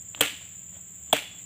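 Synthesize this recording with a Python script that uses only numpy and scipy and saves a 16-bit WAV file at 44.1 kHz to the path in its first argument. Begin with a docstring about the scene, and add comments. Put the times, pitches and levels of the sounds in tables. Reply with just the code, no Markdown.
"""Insects drone high over a far engine and faint rumble and hiss, all made of noise bands and sine orders.
A small tick and one soft scuff lead to a harvester's first chop into a palm fruit bunch's stalk.
The long-poled blade tears fibres (noise burst), rings and thocks (decaying sines); the trunks scatter it back.
More scuffs come between and after the chops; the second chop has a weaker crack but a louder thock.
Then the insects are ducked briefly by the recorder's gain, and a thin, wavering whistle fades."""
import sys
import numpy as np
from scipy import signal
from scipy.fft import rfft, irfft
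from scipy.io import wavfile
from scipy.ndimage import uniform_filter1d

SR = 44100
rng = np.random.default_rng(int(sys.argv[2]) if len(sys.argv) > 2 else 0)


def master_out(mix):
    """Clip the mix to full scale and print it as 16-bit PCM to the path in sys.argv[1]."""
    frames = np.transpose(np.atleast_2d(mix))
    ceiling = np.clip(frames, -1, 1)
    pcm = np.round(ceiling * 32767).astype(np.int16)
    wavfile.write(sys.argv[1], SR, pcm)


N = 63945

# chops: t/s, crack level/dB, crack length/s, crack tilt/(dB/octave), blade f/Hz, blade level/dB,
# thock and bunch delay/s, thock f/Hz, thock level/dB, pole gain/dB, scatter gain/dB
CHOP_EVENTS = [(0.2075, 1.5, 0.0074, -0.42, 3275, -9.5, 0.00065, 517, -18, 0.5, 2.5),
               (1.1268, -2.5, 0.0074, -0.54, 3387, -8.5, 0.00339, 610, -8, -2, 0)]
# tearing fibres, before tilt and chop level: f/Hz, density/(dB/Hz)
CRACK_SPECTRUM = [(90, -71.5), (150, -62.5), (400, -51.5), (800, -65), (1300, -54), (2000, -59.5),
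                  (3300, -49), (4100, -63), (5400, -74), (6500, -63.5), (7600, -54), (10000, -59),
                  (12500, -61.5), (15000, -54.5)]
# modes of the fruit bunch: f/Hz, level/dB, T60/s
BUNCH_MODES = [(139, -37.5, 0.11), (293.6, -28, 0.13), (455.3, -25.5, 0.065), (748, -38.5, 0.11)]
# modes of the long pole, before spread and chop gain: f/Hz, level/dB, T60/s
POLE_MODES = [(1185, -44, .2), (1400, -46, .18), (1686, -46, .3), (2010, -48, .3), (2284, -47, .3),
              (2420, -47, .3), (2676, -38, .36), (2858, -43, .45), (3010, -45, .45), (3068, -45, .45)]
# echoes off trunks and fronds, before gains: f/Hz, density/(dB/Hz)
SCATTER_SPECTRUM = [(100, -81), (300, -68), (700, -69), (1200, -70), (1900, -62.5), (2800, -62),
                    (3400, -62.5), (4200, -73.5), (5400, -82.5), (7600, -67.5), (10000, -80.5),
                    (12500, -82.5), (15000, -77.5)]
# decay of those echoes: f/Hz, T60/s
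SCATTER_DECAY = [(200, 0.16), (600, 0.2), (1400, 0.11), (3000, 0.31), (7500, .27), (14000, 0.29)]
# long wash from deep in the grove, before scatter gain: f/Hz, density/(dB/Hz)
WASH_SPECTRUM = [(300, -88), (1200, -88), (2000, -75.5), (2900, -70.5), (3500, -74), (4400, -85),
                 (5500, -91), (8000, -84), (13000, -101)]
# light tick of the tool: t/s, f/Hz, level/dB
TICK_EVENTS = [(0.148, 2970, -24)]
# snap of the tick, shape only: f/Hz, relative density/(dB/Hz)
SNAP_SPECTRUM = [(400, -102), (1300, -78), (3400, -96), (5000, -112), (8000, -102), (15000, -109)]
# scuffs on dry ground: centre t/s, Gaussian width/s, rustle gain/dB, thud level/dB
SCUFF_EVENTS = [(0.184, 0.024, 2.5, -55), (0.332, 0.009, 2.5, -51.5), (.415, 0.0059, -1.5, -80),
                (.76, 0.029, -3.5, -70), (1.095, 0.022, -5.5, -65), (1.215, 0.027, 6.5, -73),
                (1.35, 0.063, -8.5, -67)]
# rustle of a scuff, before its gain: f/Hz, density/(dB/Hz)
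RUSTLE_SPECTRUM = [(200, -111.5), (600, -82.5), (1100, -91.5), (2400, -93.5), (3300, -84), (4500, -106),
                   (9000, -112)]
# thin far whistle: start t/s, end t/s, f/Hz, starting level/dB
WHISTLE_EVENTS = [(1.225, 1.405, 3406, -46.5)]
# insect chorus, before recorder gain: f/Hz, density/(dB/Hz)
CHORUS_SPECTRUM = [(5600, -120), (6050, -107), (6450, -91.5), (6750, -88), (7100, -74.5), (7450, -74.5),
                   (7900, -79.5), (8250, -99), (9500, -108), (11500, -124)]
# octave of the chorus, before recorder gain: f/Hz, density/(dB/Hz)
OCTAVE_SPECTRUM = [(12000, -122), (13200, -106), (13900, -102), (14600, -93), (15200, -89.5), (15600, -106)]
# recorder gain as heard on the insects, dipping after the second chop and recovering: t/s, gain/dB
RECORDER_GAIN = [(0, 1), (.25, 0.5), (.34, -1), (.5, 0.2), (1.08, 0.5), (1.2, -3), (1.29, -4.5), (1.36, .5),
                 (1.45, 2)]
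# far idling engine: multiple of firing rate, level/dB
ENGINE_ORDERS = [(5, -61.5), (6, -63), (7, -64), (8, -65), (9, -68), (10, -69), (11, -63), (12, -61),
                 (14, -71)]
# distant rumble and air: f/Hz, density/(dB/Hz)
AIR_SPECTRUM = [(25, -96), (45, -96), (65, -82.5), (85, -78.5), (115, -84), (175, -87), (240, -90),
                (400, -95), (600, -98), (1100, -102), (2200, -99), (3300, -97), (4200, -109), (5200, -119),
                (12000, -121)]

CRACK_ATTACK_S, CRACK_RELEASE_S, CRACK_GRAIN_DB = 0.001, 0.0012, -0.5
BLADE_RISE_S, BLADE_T60_S = 0.0024, 0.012
THOCK_RISE_S, THOCK_T60_S = 0.0014, 0.034
THOCK_SHARP_RATIO, THOCK_SETTLE_S = 0.66, 0.0018  # fractional excess pitch at onset, its time constant
BUNCH_RISE_S, POLE_RISE_S, POLE_SPREAD_DB = 0.0078, 0.024, 5.5
SCATTER_START_S, SCATTER_PEAK_S, SCATTER_EARLY_DB = 0.0095, 0.039, -4
SCATTER_GRAIN_DB, SCATTER_GRAIN_HZ, WASH_T60_S = 2.5, 400, 0.75
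TICK_T60_S, TICK_SNAP_DB, TICK_TAIL_DB = 0.0021, -5, -22  # snap and tail relative to tick level
THUD_HZ, THUD_WIDTH_HZ = 273, 71
WHISTLE_FADE_S, WHISTLE_SAG_DB_PER_S, WHISTLE_WAVER_HZ = 0.025, 40, 10.5
THROB_HZ, BUZZ_HZ = 27.8, 111.2
THROB_DEPTH, BUZZ_DEPTH, OCTAVE_BUZZ_DEPTH = 0.19, 0.1, 0.34
NEAR_HZ, NEAR_WIDTH_HZ, NEAR_PULSE_HZ = 7132, 25, 79  # one nearer insect
NEAR_DB, NEAR_PULSE_DEPTH = -51, 0.94  # level before recorder gain
FIRING_HZ, ENGINE_WAVER_DB = 15.2, 3
LOW_CUT_HZ, CUTOFF_HZ = 41, 15350


def from_db(db):
    """Decibels to amplitude gain."""
    return 10 ** (np.asarray(db) / 20)


def rms_one(x):
    """Scale to an rms of one."""
    return x / np.sqrt(np.mean(x ** 2) + 1e-20)


def since(s):
    """Seconds since a moment, at every sample."""
    return np.arange(N) / SR - s


def at_hz(points, hz):
    """Read a table on a log-frequency axis."""
    f, v = np.transpose(points)
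    return np.interp(np.log(np.maximum(hz, 1)), np.log(f), v)


def shaped_noise(spectrum):
    """Random-phase noise with a spectrum in dB/Hz, falling 24 dB/octave outside the table."""
    hz = np.fft.rfftfreq(N, 1 / SR) + 1
    lowest_hz, highest_hz = spectrum[0][0], spectrum[-1][0]
    skirts = np.minimum(1, np.minimum(hz / lowest_hz, highest_hz / hz)) ** 4
    phases = np.exp(2j * np.pi * rng.random(len(hz)))
    return irfft(phases * skirts * from_db(at_hz(spectrum, hz)), N) * np.sqrt(N * SR / 2)


def narrow_noise(hz, width_hz):
    """Random-phase noise in one resonance, width at half amplitude; rms 1."""
    f = np.fft.rfftfreq(N, 1 / SR)
    phases = np.exp(2j * np.pi * rng.random(len(f)))
    resonance = 1 / (1 + (2 * (f - hz) / width_hz) ** 2)
    return rms_one(irfft(phases * resonance, N))


def grain(db, width_hz):
    """Random flutter of level, rms swing in dB; gain rms 1."""
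    return rms_one(from_db(db * narrow_noise(0, width_hz)))


def pulsing(hz, depth):
    """Beat of level whose rate wanders by 1 % rms; gain rms 1."""
    rate_hz = hz * (1 + 0.01 * narrow_noise(0, 10))
    turns = np.cumsum(rate_hz) / SR + rng.random()
    return rms_one(np.exp(depth * np.cos(2 * np.pi * turns)))


def struck(t, rise_s, t60_s):
    """Envelope: quarter-sine rise, then exponential decay."""
    t = np.maximum(t, 0)
    rise = np.sin(np.pi / 2 * np.minimum(t / rise_s, 1))
    return rise * from_db(-60 * np.maximum(t - rise_s, 0) / t60_s)


def chops():
    """The blade bites, rings and thumps into the stalk; the pole rings on and the grove answers."""
    out = 0
    for (s, crack_db, length_s, tilt_db, blade_hz, blade_db,
         delay_s, thock_hz, thock_db, pole_db, scatter_db) in CHOP_EVENTS:
        t = since(s)
        bite = from_db(crack_db) * crack(t, length_s, tilt_db) + from_db(blade_db) * blade(t, blade_hz)
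        body = from_db(thock_db) * thock(t - delay_s, thock_hz) + bunch(t - delay_s)
        answer = from_db(pole_db) * pole(t) + from_db(scatter_db) * grove(t)
        out = out + bite + body + answer
    return out


def crack(t, length_s, tilt_db):
    """Tearing fibres: a short noise burst of evened strength, tilted about 2 kHz."""
    tilted = [(hz, db + tilt_db * np.log2(hz / 2000)) for hz, db in CRACK_SPECTRUM]
    tear = shaped_noise(tilted)
    local_rms = np.sqrt(np.abs(uniform_filter1d(tear ** 2, size=128)) + 1e-18)
    even_tear = tear * np.std(tear) / local_rms
    attack = np.clip(t / CRACK_ATTACK_S, 0, 1)
    release = np.exp(-np.maximum(t - length_s, 0) / CRACK_RELEASE_S)
    return even_tear * grain(CRACK_GRAIN_DB, 3000) * attack * release


def blade(t, hz):
    """The blade's short ring: one damped mode."""
    return np.sin(2 * np.pi * hz * t) * struck(t, BLADE_RISE_S, BLADE_T60_S)


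def thock(t, hz):
    """The stalk's hollow note, starting sharp and sinking in pitch as the blade beds in."""
    t = np.maximum(t, 0)
    extra_s = THOCK_SHARP_RATIO * THOCK_SETTLE_S * (1 - np.exp(-t / THOCK_SETTLE_S))
    turns = hz * (t + extra_s)
    return np.sin(2 * np.pi * turns) * struck(t, THOCK_RISE_S, THOCK_T60_S)


def bunch(t):
    """Damped low modes of the heavy bunch."""
    return sum(from_db(db) * np.sin(2 * np.pi * hz * t) * struck(t, BUNCH_RISE_S, t60_s)
               for hz, db, t60_s in BUNCH_MODES)


def pole(t):
    """Damped high modes of the pole, their strengths redrawn at each chop."""
    spread_db = rng.normal(0, POLE_SPREAD_DB, len(POLE_MODES))
    return sum(from_db(db + extra_db) * np.sin(2 * np.pi * hz * t) * struck(t, POLE_RISE_S, t60_s)
               for (hz, db, t60_s), extra_db in zip(POLE_MODES, spread_db))


def grove(t):
    """Dense echoes from near trunks, dying band by band, and a long wash."""
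    echoes = rfft(shaped_noise(SCATTER_SPECTRUM))
    hz = np.fft.rfftfreq(N, 1 / SR)
    centres_hz = np.geomspace(150, 14000, 9)
    late_s = np.maximum(t - SCATTER_PEAK_S, 0)
    near = 0
    # one-hot rows make overlapping triangular bands that sum to one
    for centre_hz, share in zip(centres_hz, np.eye(len(centres_hz))):
        band = irfft(echoes * at_hz(np.c_[centres_hz, share], hz), N)
        near = near + band * from_db(-60 * late_s / at_hz(SCATTER_DECAY, centre_hz))
    build = np.clip(t / SCATTER_PEAK_S, 0, 1)
    onset = np.clip(t / SCATTER_START_S, 0, 1) * from_db(SCATTER_EARLY_DB * (1 - build))
    near = near * onset * grain(SCATTER_GRAIN_DB, SCATTER_GRAIN_HZ)
    wash = shaped_noise(WASH_SPECTRUM) * build * from_db(-60 * late_s / WASH_T60_S)
    return near + wash


def ticks():
    """A small dry tick: a damped ping, a broad noise snap and a faint narrow-noise tail."""
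    out = 0
    for s, hz, db in TICK_EVENTS:
        t = since(s)
        ping = np.sin(2 * np.pi * hz * t) * struck(t, 0.00081, TICK_T60_S)
        snap = from_db(TICK_SNAP_DB) * rms_one(shaped_noise(SNAP_SPECTRUM)) * struck(t, 0.0002, 0.0059)
        tail = from_db(TICK_TAIL_DB) * narrow_noise(hz, 2200) * struck(t, 0.0012, 0.041)
        out = out + from_db(db) * (ping + snap + tail)
    return out


def scuffs():
    """Brushes and bumps on dry litter: Gaussian swells of grainy rustle and low narrow noise."""
    rustle = shaped_noise(RUSTLE_SPECTRUM) * grain(2.6, 400)
    thud = narrow_noise(THUD_HZ, THUD_WIDTH_HZ)
    out = 0
    for s, width_s, rustle_db, thud_db in SCUFF_EVENTS:
        swell = np.exp(-0.5 * (since(s) / width_s) ** 2)
        out = out + swell * (from_db(rustle_db) * rustle + from_db(thud_db) * thud)
    return out


def whistles():
    """A nearly pure note: a sine of wavering pitch and level that fades."""
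    out = 0
    for start_s, end_s, hz, db in WHISTLE_EVENTS:
        t = since(start_s)
        gate = np.clip(np.minimum(t, end_s - start_s - t) / WHISTLE_FADE_S, 0, 1)
        turns = np.cumsum(hz + WHISTLE_WAVER_HZ * narrow_noise(0, 60)) / SR
        level = from_db(db - WHISTLE_SAG_DB_PER_S * t) * grain(2.2, 60)
        out = out + gate * level * np.sin(2 * np.pi * turns)
    return out


def insects():
    """A throbbing, buzzing noise-band chorus with its octave, and one nearer pulsed singer."""
    chorus = shaped_noise(CHORUS_SPECTRUM) * pulsing(BUZZ_HZ, BUZZ_DEPTH)
    octave = shaped_noise(OCTAVE_SPECTRUM) * pulsing(BUZZ_HZ, OCTAVE_BUZZ_DEPTH)
    near_pulse = pulsing(NEAR_PULSE_HZ, NEAR_PULSE_DEPTH)
    near = from_db(NEAR_DB) * narrow_noise(NEAR_HZ, NEAR_WIDTH_HZ) * near_pulse
    recorder_gain = from_db(np.interp(since(0), *np.transpose(RECORDER_GAIN)))
    return recorder_gain * pulsing(THROB_HZ, THROB_DEPTH) * (chorus + octave + near)


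def engine():
    """Far idling engine: sines at multiples of the firing rate, each wavering in level."""
    out = 0
    for order, db in ENGINE_ORDERS:
        turns = order * FIRING_HZ * since(0) + rng.random()
        out = out + from_db(db) * grain(ENGINE_WAVER_DB, 3.6) * np.sin(2 * np.pi * turns)
    return out


def air():
    """Distant rumble and faint hiss: steady shaped noise."""
    return shaped_noise(AIR_SPECTRUM)


def scene():
    """Sum of all sources, one channel."""
    mix = chops() + ticks() + scuffs() + whistles() + insects() + engine() + air()
    return mix[None]


def record(dry):
    """Thin the deep bass, round the highest peaks, cut the top."""
    low_cut = signal.butter(2, LOW_CUT_HZ, "high", fs=SR, output="sos")
    thinned = signal.sosfilt(low_cut, dry)
    rounded = 0.8 * np.tanh(thinned / 0.8)
    top_cut = signal.ellip(10, 0.2, 70, CUTOFF_HZ, fs=SR, output="sos")  # ripple, stopband in dB
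    return signal.sosfilt(top_cut, rounded)


dry = scene()
out = record(dry)
master_out(out)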